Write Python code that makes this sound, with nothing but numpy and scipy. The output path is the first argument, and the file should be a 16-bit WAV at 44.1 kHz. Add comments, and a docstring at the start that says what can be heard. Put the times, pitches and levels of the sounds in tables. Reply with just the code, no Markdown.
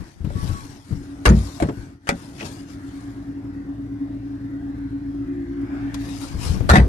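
"""An idling car hums throughout: wavering engine and fan tones over coloured noise. A nylon sleeve swishes,
the grip on a hand-held camera rumbles and dull bumps jostle it. After a faint knock the front door squeals
into motion and slams: damped modes and noise cracks over cabin boom. The rear handle rattles, the latch
clacks open and plastic trim is scraped. Someone leans in, so the hum grows; a drone and a fan whir swell,
the hum falls away, and after more bumps and a knock the rear door slams, chatters and rebounds."""
import sys
import numpy as np
from scipy import signal
from scipy.fft import rfft, irfft, next_fast_len
from scipy.io import wavfile

SR = 44100
rng = np.random.default_rng(int(sys.argv[2]) if len(sys.argv) > 2 else 0)


def log_audio(samples):
    """Write samples as a 16-bit WAV file to the path given in sys.argv[1]."""
    # one column per channel
    frames = np.atleast_2d(samples).T
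    # limit to full scale, then quantise
    limited = np.clip(frames, -1, 1)
    pcm = np.round(limited * 32767).astype(np.int16)
    wavfile.write(sys.argv[1], SR, pcm)


N = 303408  # length (samples)


def amp(db):
    """Linear gain of a level in dB."""
    return 10 ** (np.asarray(db) / 20)


def evened(x):
    """Scale x to an rms of one."""
    return x / np.sqrt(np.mean(x ** 2) + 1e-20)


def read(points, hz):
    """Read a curve at the frequencies hz, straight between its points on a log axis."""
    point_hz, value = np.transpose(points)
    return np.interp(np.log(hz + 1), np.log(point_hz + 1), value)


def level(rows):
    """Gain at every sample, straight in dB between rows of (time_s, level_db)."""
    return amp(np.interp(np.arange(N) / SR, *np.transpose(rows)))


def add(mix, start_s, sound):
    """Lay a sound into the mix from start_s on, cut at the end."""
    part = mix[:, max(0, round(start_s * SR)):][:, :sound.shape[-1]]
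    part += sound[..., :part.shape[1]]


# every movement rises over this share of its length, then falls; roundness of its top
RISE_SHARE, SWELL_POWER = 0.35, 1.7


def swell(peak_s, length_s):
    """Bell of height 1: a quick rise, a slower fall; length_s spans its points at 37 % of the peak."""
    t = np.arange(N) / SR - peak_s
    side_s = length_s * np.where(t < 0, RISE_SHARE, 1 - RISE_SHARE)
    return np.exp(-np.minimum(abs(t) / side_s, 20) ** SWELL_POWER)


def swells(rows):
    """Gain at every sample from movements of (peak_s, level_db, length_s); their powers add."""
    return np.sqrt(sum((amp(db) * swell(peak_s, length_s)) ** 2 for peak_s, db, length_s in rows))


def drift(rate_hz):
    """Random wander of unit rms, mostly slower than rate_hz."""
    steps = np.arange(0, N + 32, 32)
    hz = np.fft.rfftfreq(len(steps), steps[1] / SR)
    spectrum = rfft(rng.standard_normal(len(steps))) / (1 + (hz / rate_hz) ** 4)
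    wander = irfft(spectrum, len(steps))
    return np.interp(np.arange(N), steps, evened(wander))


# likeness of the noise at the left and right ports: pitch_hz, likeness (0 to 1)
PORT_LIKENESS = [(60, 0.97), (600, 1), (1000, 0.14), (1600, 0.083), (3000, 0.25), (8000, 0.06)]


def noise(colour, size):
    """Coloured noise at two ports, alike in the bass and nearly unrelated in the treble."""
    hz = np.fft.rfftfreq(size, 1 / SR)
    a, b = np.exp(2j * np.pi * rng.random((2, len(hz))))
    same = np.clip(read(PORT_LIKENESS, hz), 0, 1)
    ports = np.array([a, same * a + np.sqrt(1 - same ** 2) * b])
    return evened(irfft(ports * amp(read(colour, hz)), size))


def patchy(x, patchy_db, width_hz, length_s):
    """The colour shifts in drifting patches over time and frequency, with the gain kept at unit rms."""
    z = signal.stft(x, SR, nperseg=1024, noverlap=768)[2]
    across = signal.windows.gaussian(31, width_hz * 1024 / SR)
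    along = signal.windows.gaussian(61, length_s * SR / 256)
    patches = signal.fftconvolve(rng.standard_normal(z.shape[1:]), np.outer(across, along), "same")
    gain = evened(amp(patchy_db * evened(patches)))
    return signal.istft(z * gain, SR, nperseg=1024, noverlap=768)[1][:, :x.shape[1]]


def die_away(x, t60s, stretch=1):
    """Each band of x fades at its own speed, its t60 multiplied by stretch."""
    hz, t, z = signal.stft(x, SR, nperseg=256)
    fade = amp(-60 * t / (stretch * read(t60s, hz)[:, None]))
    return signal.istft(z * fade, SR, nperseg=256)[1][:, :x.shape[1]]


# how long a crowd of modes dies, before each burst's stretch: pitch_hz, t60_s
BURST_FADE = [(100, 0.45), (300, 0.38), (700, 0.25), (2000, 0.17), (5000, 0.13), (12000, 0.11)]


def burst(colour, stretch, rise_s):
    """A crowd of modes struck at once: fading noise at unit rms over its first 20 ms."""
    x = die_away(noise(colour, size=SR // 3), BURST_FADE, stretch)
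    x *= 1 - np.exp(-np.arange(x.shape[1]) / SR / rise_s)
    return x / np.sqrt(np.mean(x[:, :SR // 50] ** 2))


def ring(modes, stretch, rise_s, pitch=1, power=1, spot_db=0):
    """Damped sines of one struck object; neighbours swing in opposite senses, spot_db scatters their levels."""
    t = np.arange(SR // 2) / SR
    spots = spot_db * rng.standard_normal(len(modes))
    sines = np.zeros(len(t))
    for k, (hz, db, t60) in enumerate(modes):
        fade_db = 60 * (t / (t60 * stretch)) ** power
        sines += (-1) ** k * amp(db + spots[k] - fade_db) * np.sin(2 * np.pi * hz * pitch * t)
    return sines * (1 - np.exp(-t / rise_s))


FIRING_HZ, FAN_HZ = 56.41, 272.8  # centres of the wandering pitches
DRONE_HZ = 349
WASH_DB, WHIR_DB = -40, -54  # wash and whir at the hum's rms nearness; the whir gains 3 dB more
WASH_FOLLOW, WHIR_FOLLOW = 0.11, 0.051  # shares of the hum's change in dB that they follow
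# engine tones: multiple of the firing rate, relative level_db
ENGINE_ORDERS = [(1, -11.5), (2, -9), (3, -20.5), (3.498, -18), (5, 1.5)]
# nearness of the hum: time_s, relative level_db
HUM_NEARNESS = [(0, -70), (.8, -49), (1, -41.5), (2.25, -48), (2.85, -39), (4.2, -33.5), (6.12, -31),
                (6.4, -48.5)]
# colour of the engine and fan wash: pitch_hz, relative density_db (per Hz)
WASH_COLOUR = [(20, -26), (45, -11.5), (100, -3.5), (200, -13), (290, -8.5), (340, -9.5), (456, -26.5),
               (900, -35), (1520, -52.5), (2780, -48), (13000, -54.5)]
# colour of the fan's whir: pitch_hz, relative density_db (per Hz)
FAN_COLOUR = [(200, -10.5), (700, 2.5), (1100, -3.5), (1550, 2.5), (2000, -3), (2700, -14.5), (5000, -18),
              (13000, -41)]
# the higher cabin note swells once: peak_s, level_db, length_s
DRONE_SWELLS = [(5.4, -32, 0.47)]
# the fan's whir swells once: peak_s, relative level_db, length_s
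WHIR_SWELLS = [(5.83, -49.5, 0.51)]
# the background dips briefly: lowest_s, depth_db, length_s
BACKGROUND_DIPS = [(0.146, -11.5, 0.11), (0.828, -9.5, 0.086), (1.994, -13, 0.15)]


def engine():
    """Idle tones boom in the cabin; a fan tone just under the strongest one beats against it."""
    turns = np.cumsum(FIRING_HZ * (1 + 0.0012 * drift(rate_hz=10.1))) / SR
    tones = sum(amp(db + 3.1 * drift(rate_hz=29)) * np.sin(2 * np.pi * k * turns)
                for k, db in ENGINE_ORDERS)
    fan_turns = np.cumsum(FAN_HZ * (1 + 0.0052 * drift(rate_hz=4.96))) / SR
    fan = amp(-3.5 + 0.4 * drift(rate_hz=3.9)) * np.sin(2 * np.pi * fan_turns)
    hum = amp(3.5) * level(HUM_NEARNESS) * (tones + fan)

    drone_turns = np.cumsum(DRONE_HZ * (1 + 0.0118 * drift(rate_hz=16.0))) / SR
    drone = swells(DRONE_SWELLS) * np.sin(2 * np.pi * drone_turns)

    nearness = evened(level(HUM_NEARNESS))
    wash_gain = amp(WASH_DB) * nearness ** WASH_FOLLOW * amp(1.9 * drift(rate_hz=60))
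    wash = wash_gain * noise(WASH_COLOUR, size=N)
    whir_gain = amp(3) * (amp(WHIR_DB) * nearness ** WHIR_FOLLOW + swells(WHIR_SWELLS))
    whir = whir_gain * patchy(noise(FAN_COLOUR, size=N), patchy_db=3, width_hz=80, length_s=.05)

    dips = amp(sum(db * swell(lowest_s, length_s) for lowest_s, db, length_s in BACKGROUND_DIPS))
    return dips * (hum + drone + wash + whir)


# colour of rubbed nylon, also of the tick: pitch_hz, relative density_db (per Hz)
NYLON_COLOUR = [(400, -5), (900, 1), (1500, -6.5), (3300, -4.5), (5200, -2), (7500, -7.5), (10000, -9),
                (12000, -13.5), (13500, -23)]
# strokes of the sleeve: fastest_s, relative level_db, length_s
SLEEVE_STROKES = [(.01, -61, 0.29), (.47, -50, 0.38), (.95, -61, 0.44), (1.41, -50, 0.38),
                  (1.56, -55, 0.078), (1.79, -60, 0.16), (2.2, -56.5, 0.3), (2.45, -51, 0.25),
                  (2.462, -45.5, 0.038), (2.71, -57, 0.085), (2.93, -60.5, 0.39), (6.07, -50.5, 0.25),
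                  (6.22, -49, 0.23), (6.45, -41, 0.15), (6.8, -58.5, 0.26)]


def sleeve():
    """Nylon slides on nylon in tiny catches; the folds keep changing its colour."""
    catches = amp(1.1 * drift(rate_hz=160) + .8 * drift(rate_hz=25))
    swish = patchy(noise(NYLON_COLOUR, size=N), patchy_db=3.5, width_hz=60, length_s=.018)
    return amp(11.0) * swells(SLEEVE_STROKES) * catches * swish


# colour of handling the camera, also of a bump's scuff: pitch_hz, relative density_db (per Hz)
HANDLING_COLOUR = [(30, 0.5), (90, 3), (190, -3.5), (350, -14.5), (700, -28.5), (1500, -32.5), (8000, -48)]
# shifts of the grip: strongest_s, level_db (at the left port), length_s
GRIP_SHIFTS = [(.01, -27.5, 0.043), (.36, -30.5, 0.41), (5.9, -37.5, 0.52), (6.56, -20.5, 0.55)]


def rumble():
    """The grip shifts on the camera: a dull rumble, stronger at the left port and unrelated between the two."""
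    left = noise(HANDLING_COLOUR, size=N)[0]
    right = amp(-7.5) * noise(HANDLING_COLOUR, size=N)[0]
    return swells(GRIP_SHIFTS) * np.array([left, right])


SCUFF_DB = -9.5  # a bump's scuff relative to its swing
# soft knocks and steps that jostle the camera: start_s, level_db (before the port balance), pitch_hz
CAMERA_BUMPS = [(.205, -21, 75), (.243, -15.5, 125), (.353, -15.5, 100), (.425, -17.5, 100),
                (.488, -15.5, 85), (.908, -20, 170), (.922, -15, 95), (1.772, -23, 85), (6.341, -16, 60),
                (6.459, -20, 80), (6.495, -12, 75), (6.541, -17, 95), (6.605, -14, 85)]
# small ticks of cloth and trim: start_s, level_db
CLOTH_TICKS = [(5.942, -33.5)]


def jostles():
    """Each bump is a few dull swings with a short scuff, mostly at the left port; a tick is dry and bright."""
    out, t = np.zeros((2, N)), np.arange(SR // 4) / SR
    sides = amp([[3], [-6]])  # left and right ports (dB)
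    for start_s, db, hz in CAMERA_BUMPS:
        age = t * hz / 0.52
        swing = age * np.exp(1 - age) * np.sin(2 * np.pi * hz * t)
        add(out, start_s, sides * amp(db) * swing)
        scuff = burst(HANDLING_COLOUR, stretch=0.64, rise_s=0.0037)
        add(out, start_s, sides * amp(db + SCUFF_DB) * scuff)
    for start_s, db in CLOTH_TICKS:
        add(out, start_s, amp(db) * burst(NYLON_COLOUR, stretch=0.41, rise_s=0.001))
    return out


CRACK_S = 0.0019  # time in which a crack fades to 37 %
PANEL_DB = -12  # shudder of the sheet panels relative to the struck part
SEAL_POWER = 1.9  # the seal damps harder with time: a boom's loss in dB grows with this power of time
# dense modes of the sheet panels: pitch_hz, relative density_db (per Hz)
PANEL_COLOUR = [(40, -38), (110, -3), (200, 2), (330, -1), (700, -7), (1000, -12.5), (1800, -24),
                (3500, -20), (12000, -68)]
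# dense modes of the latch: pitch_hz, relative density_db (per Hz)
LATCH_COLOUR = [(400, -3.5), (700, 1), (1100, -3.5), (1800, 3), (2900, -8.5), (4200, -7), (6500, -10.5),
                (9500, -14.5), (13000, -25.5)]
# what booms, cabin air or a door's sheet skin, before each thump's factors:
# pitch_hz, relative level_db, t60_s
BOOMS = {"cabin": [(60.6, -1, 0.31), (72.8, -12.5, 0.35), (96, -10, 0.39)], "skin": [(140.9, -1, 0.27),
         (184.4, 1, 0.2), (214.1, 1, 0.23)]}
# low thumps as a door meets its seal, heaves and settles:
# start_s, relative level_db, length_factor, pitch_factor, what booms
DOOR_THUMPS = [(1.264, -3.5, 1, 0.97, "cabin"), (1.294, -11, 0.91, 1.02, "skin"),
               (1.619, -14.5, 0.28, 1.12, "cabin"), (1.635, -17.5, 0.32, 0.95, "skin"),
               (2.116, -26.5, 0.54, 1.25, "skin"), (6.7, -0.5, 0.34, 1.19, "cabin"),
               (6.728, -12.5, 0.75, 0.977, "skin"), (6.77, -13.5, 0.63, 0.93, "skin"),
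               (6.777, -4.5, 0.78, 0.98, "cabin")]
# what rings, a door's steel frame (front, rear), its catch or striker, the handle or its housing,
# the latch pawl, plastic trim, before each blow's factors: pitch_hz, relative level_db, t60_s
PARTS = {"front": [(318.4, 0.5, 0.2), (475.5, -5.5, 0.16), (842, -7.5, 0.069), (6040, -9, 0.034)],
         "catch": [(1540, 0, .05), (1700, 0, .055), (2780, -4, .05), (3870, -10, .07)],
         "rear": [(389.7, -2.5, 0.19), (485, -2.5, 0.26), (602, 2, 0.098), (697, 1.5, 0.072),
         (817, -6.5, 0.15), (1226, -9, 0.22), (1880, -11, 0.07)], "striker": [(600, 0, .07), (880, -5, .05),
         (1170, -4, .06), (1600, -6, .08), (3750, -23, .2)], "handle": [(606, -5.5, 0.13),
         (704, 4.5, .085)], "housing": [(280, 0, .11), (540, -12, .06), (1220, -11, .045)],
         "pawl": [(906, -6, 0.04), (1320, 3, 0.04), (1630, 2, .035), (2960, 7.5, 0.036)],
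         "trim": [(2000, -7, .018), (2550, -2, .02)]}
# hard contacts in time order: a faint early knock, the front slam, handle, latch, trim,
# another knock, the rear slam and its rebound:
# start_s, part_db, clatter_db, crack_db (all relative), length_factor, pitch_factor, what rings
DOOR_BLOWS = [(.302, -36.5, -62, -41, 0.56, 1.2, "rear"), (1.2544, -13, -21, -10, 0.55, 1, "front"),
              (1.2575, -7.5, -15.5, -9, 0.6, 1, "catch"), (1.271, -15, -27, -18, .7, 1.02, "front"),
              (1.2905, -11, -33, -18, 0.9, 1.03, "front"), (1.2985, -18, -32, -17, 1.3, 1.15, "front"),
              (1.601, -20, -33.5, -26.5, 1.1, 1, "handle"), (1.623, -8, -30.5, -29, 0.49, 1.09, "housing"),
              (1.675, -27, -58, -54, 0.47, 0.88, "handle"), (1.687, -13, -42, -46, 0.42, 1, "housing"),
              (2.0715, -34, -34, -29, .7, 1, "pawl"), (2.0816, -35, -37, -30, .6, 1.06, "pawl"),
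              (2.0905, -18, -21.5, -6, 0.6, 1.15, "rear"), (2.4085, -22, -50, -38, 1, 1, "trim"),
              (6.605, -27, -46, -37, 0.24, 1, "rear"), (6.6916, -7, -14.5, -13, 0.65, 1, "striker"),
              (6.6985, -10, -14, -7, 0.5, 1.03, "striker"), (6.7146, -19, -20.5, -9, 0.83, 1, "rear"),
              (6.7352, -13.5, -20, -27, 0.77, 1.13, "rear"), (6.7555, -4.5, -15.5, -15, 1, 1.25, "striker"),
              (6.783, -21.5, -43, -36, 1.2, 1, "rear")]


def doors():
    """Each contact cracks, rings a part and shakes latch and panels; skin and cabin air boom behind."""
    body, clatter = np.zeros((2, 2, N))
    t = np.arange(SR // 30) / SR
    for start_s, db, stretch, pitch, part in DOOR_THUMPS:
        boom = ring(BOOMS[part], stretch, rise_s=0.0024, pitch=pitch, power=SEAL_POWER)
        add(body, start_s, amp(db) * boom)
    for start_s, part_db, clatter_db, crack_db, stretch, pitch, part in DOOR_BLOWS:
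        struck = ring(PARTS[part], stretch, rise_s=0.00012, pitch=pitch, spot_db=2.5)
        add(body, start_s, amp(part_db) * struck)
        add(body, start_s, amp(part_db + PANEL_DB) * burst(PANEL_COLOUR, stretch, rise_s=0.0048))
        crack = noise(LATCH_COLOUR, size=len(t)) * np.exp(-t / CRACK_S)
        add(body, start_s, amp(crack_db) * crack)
        add(clatter, start_s, amp(clatter_db) * burst(LATCH_COLOUR, stretch, rise_s=0.0022))
    rattle = amp(2.5 * drift(rate_hz=200))
    return body + rattle * patchy(clatter, patchy_db=5, width_hz=70, length_s=.02)


SQUEAL_HZ, SQUEAL_SAG_HZ_PER_S = 1180, 120  # mean pitch at time zero, and how it sinks
# thin squeals as the front door starts to move: loudest_s, level_db (of the lower partial), length_s
DOOR_SQUEALS = [(.39, -37, 0.09), (.5, -37, 0.04), (.565, -36, 0.08)]


def squeak():
    """A thin squeal that sinks a little; a partial a fifth above comes and goes."""
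    hz = SQUEAL_HZ - SQUEAL_SAG_HZ_PER_S * np.arange(N) / SR
    turns = np.cumsum(hz * (1 + .003 * drift(rate_hz=25))) / SR
    upper = amp(-7.0 + 3.3 * drift(rate_hz=12)) * np.sin(3 * np.pi * turns)
    return swells(DOOR_SQUEALS) * (np.sin(2 * np.pi * turns) + upper)


# colour of rubbed plastic trim: pitch_hz, relative density_db (per Hz)
TRIM_COLOUR = [(1000, -20), (1500, -5), (2800, 2), (3700, -9), (5500, -6), (12000, -34)]
# scrapes over the trim: strongest_s, relative level_db, length_s
TRIM_SCRAPES = [(2.406, -33, 0.048)]


def scrape():
    """Plastic trim is rubbed in quick, uneven slips."""
    slips = amp(4 * drift(rate_hz=220))
    return swells(TRIM_SCRAPES) * evened(slips) * noise(TRIM_COLOUR, size=N)


PORT_LAG_S = 0.00034  # the right port hears later


def right_port(x, colour):
    """Sound reaches the right port a little later, and shaded."""
    size = next_fast_len(N + SR // 4)
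    hz = np.fft.rfftfreq(size, 1 / SR)
    lag = np.exp(-2j * np.pi * hz * PORT_LAG_S)
    right = irfft(rfft(x[1], size) * amp(read(colour, hz)) * lag, size)
    return np.array([x[0], right[:N]])


# shading of near sounds at the muffled right port: pitch_hz, gain_db
NEAR_SHADE = [(100, -1.5), (700, -2), (1300, 0.5), (2300, -3.5), (4000, -19.5), (7500, -17), (13000, -16)]


def scene():
    """Shade the near sounds strongly and the engine slightly at the right port; the grip acts on each port."""
    background = right_port(engine(), [(200, -0.89), (10000, -2.6)])  # pitch_hz, gain_db
    near = sleeve() + jostles() + doors() + squeak() + scrape()
    return background + right_port(near, NEAR_SHADE) + rumble()


LOW_CUT_HZ, EDGE_HZ = 21, 13100  # the microphone's bass roll-off; upper band limit


def record(dry):
    """The microphone sheds the deepest bass and rounds off the loudest swings; then the band limit."""
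    ceiling = 1.0
    lean = signal.sosfilt(signal.butter(2, LOW_CUT_HZ, "highpass", fs=SR, output="sos"), dry)
    squashed = ceiling * np.tanh(lean / ceiling)
    band_limit = signal.firwin(401, EDGE_HZ, window=("kaiser", 9), fs=SR)
    return signal.oaconvolve(squashed, band_limit[None], "same")


dry = scene()
out = record(dry)
log_audio(out)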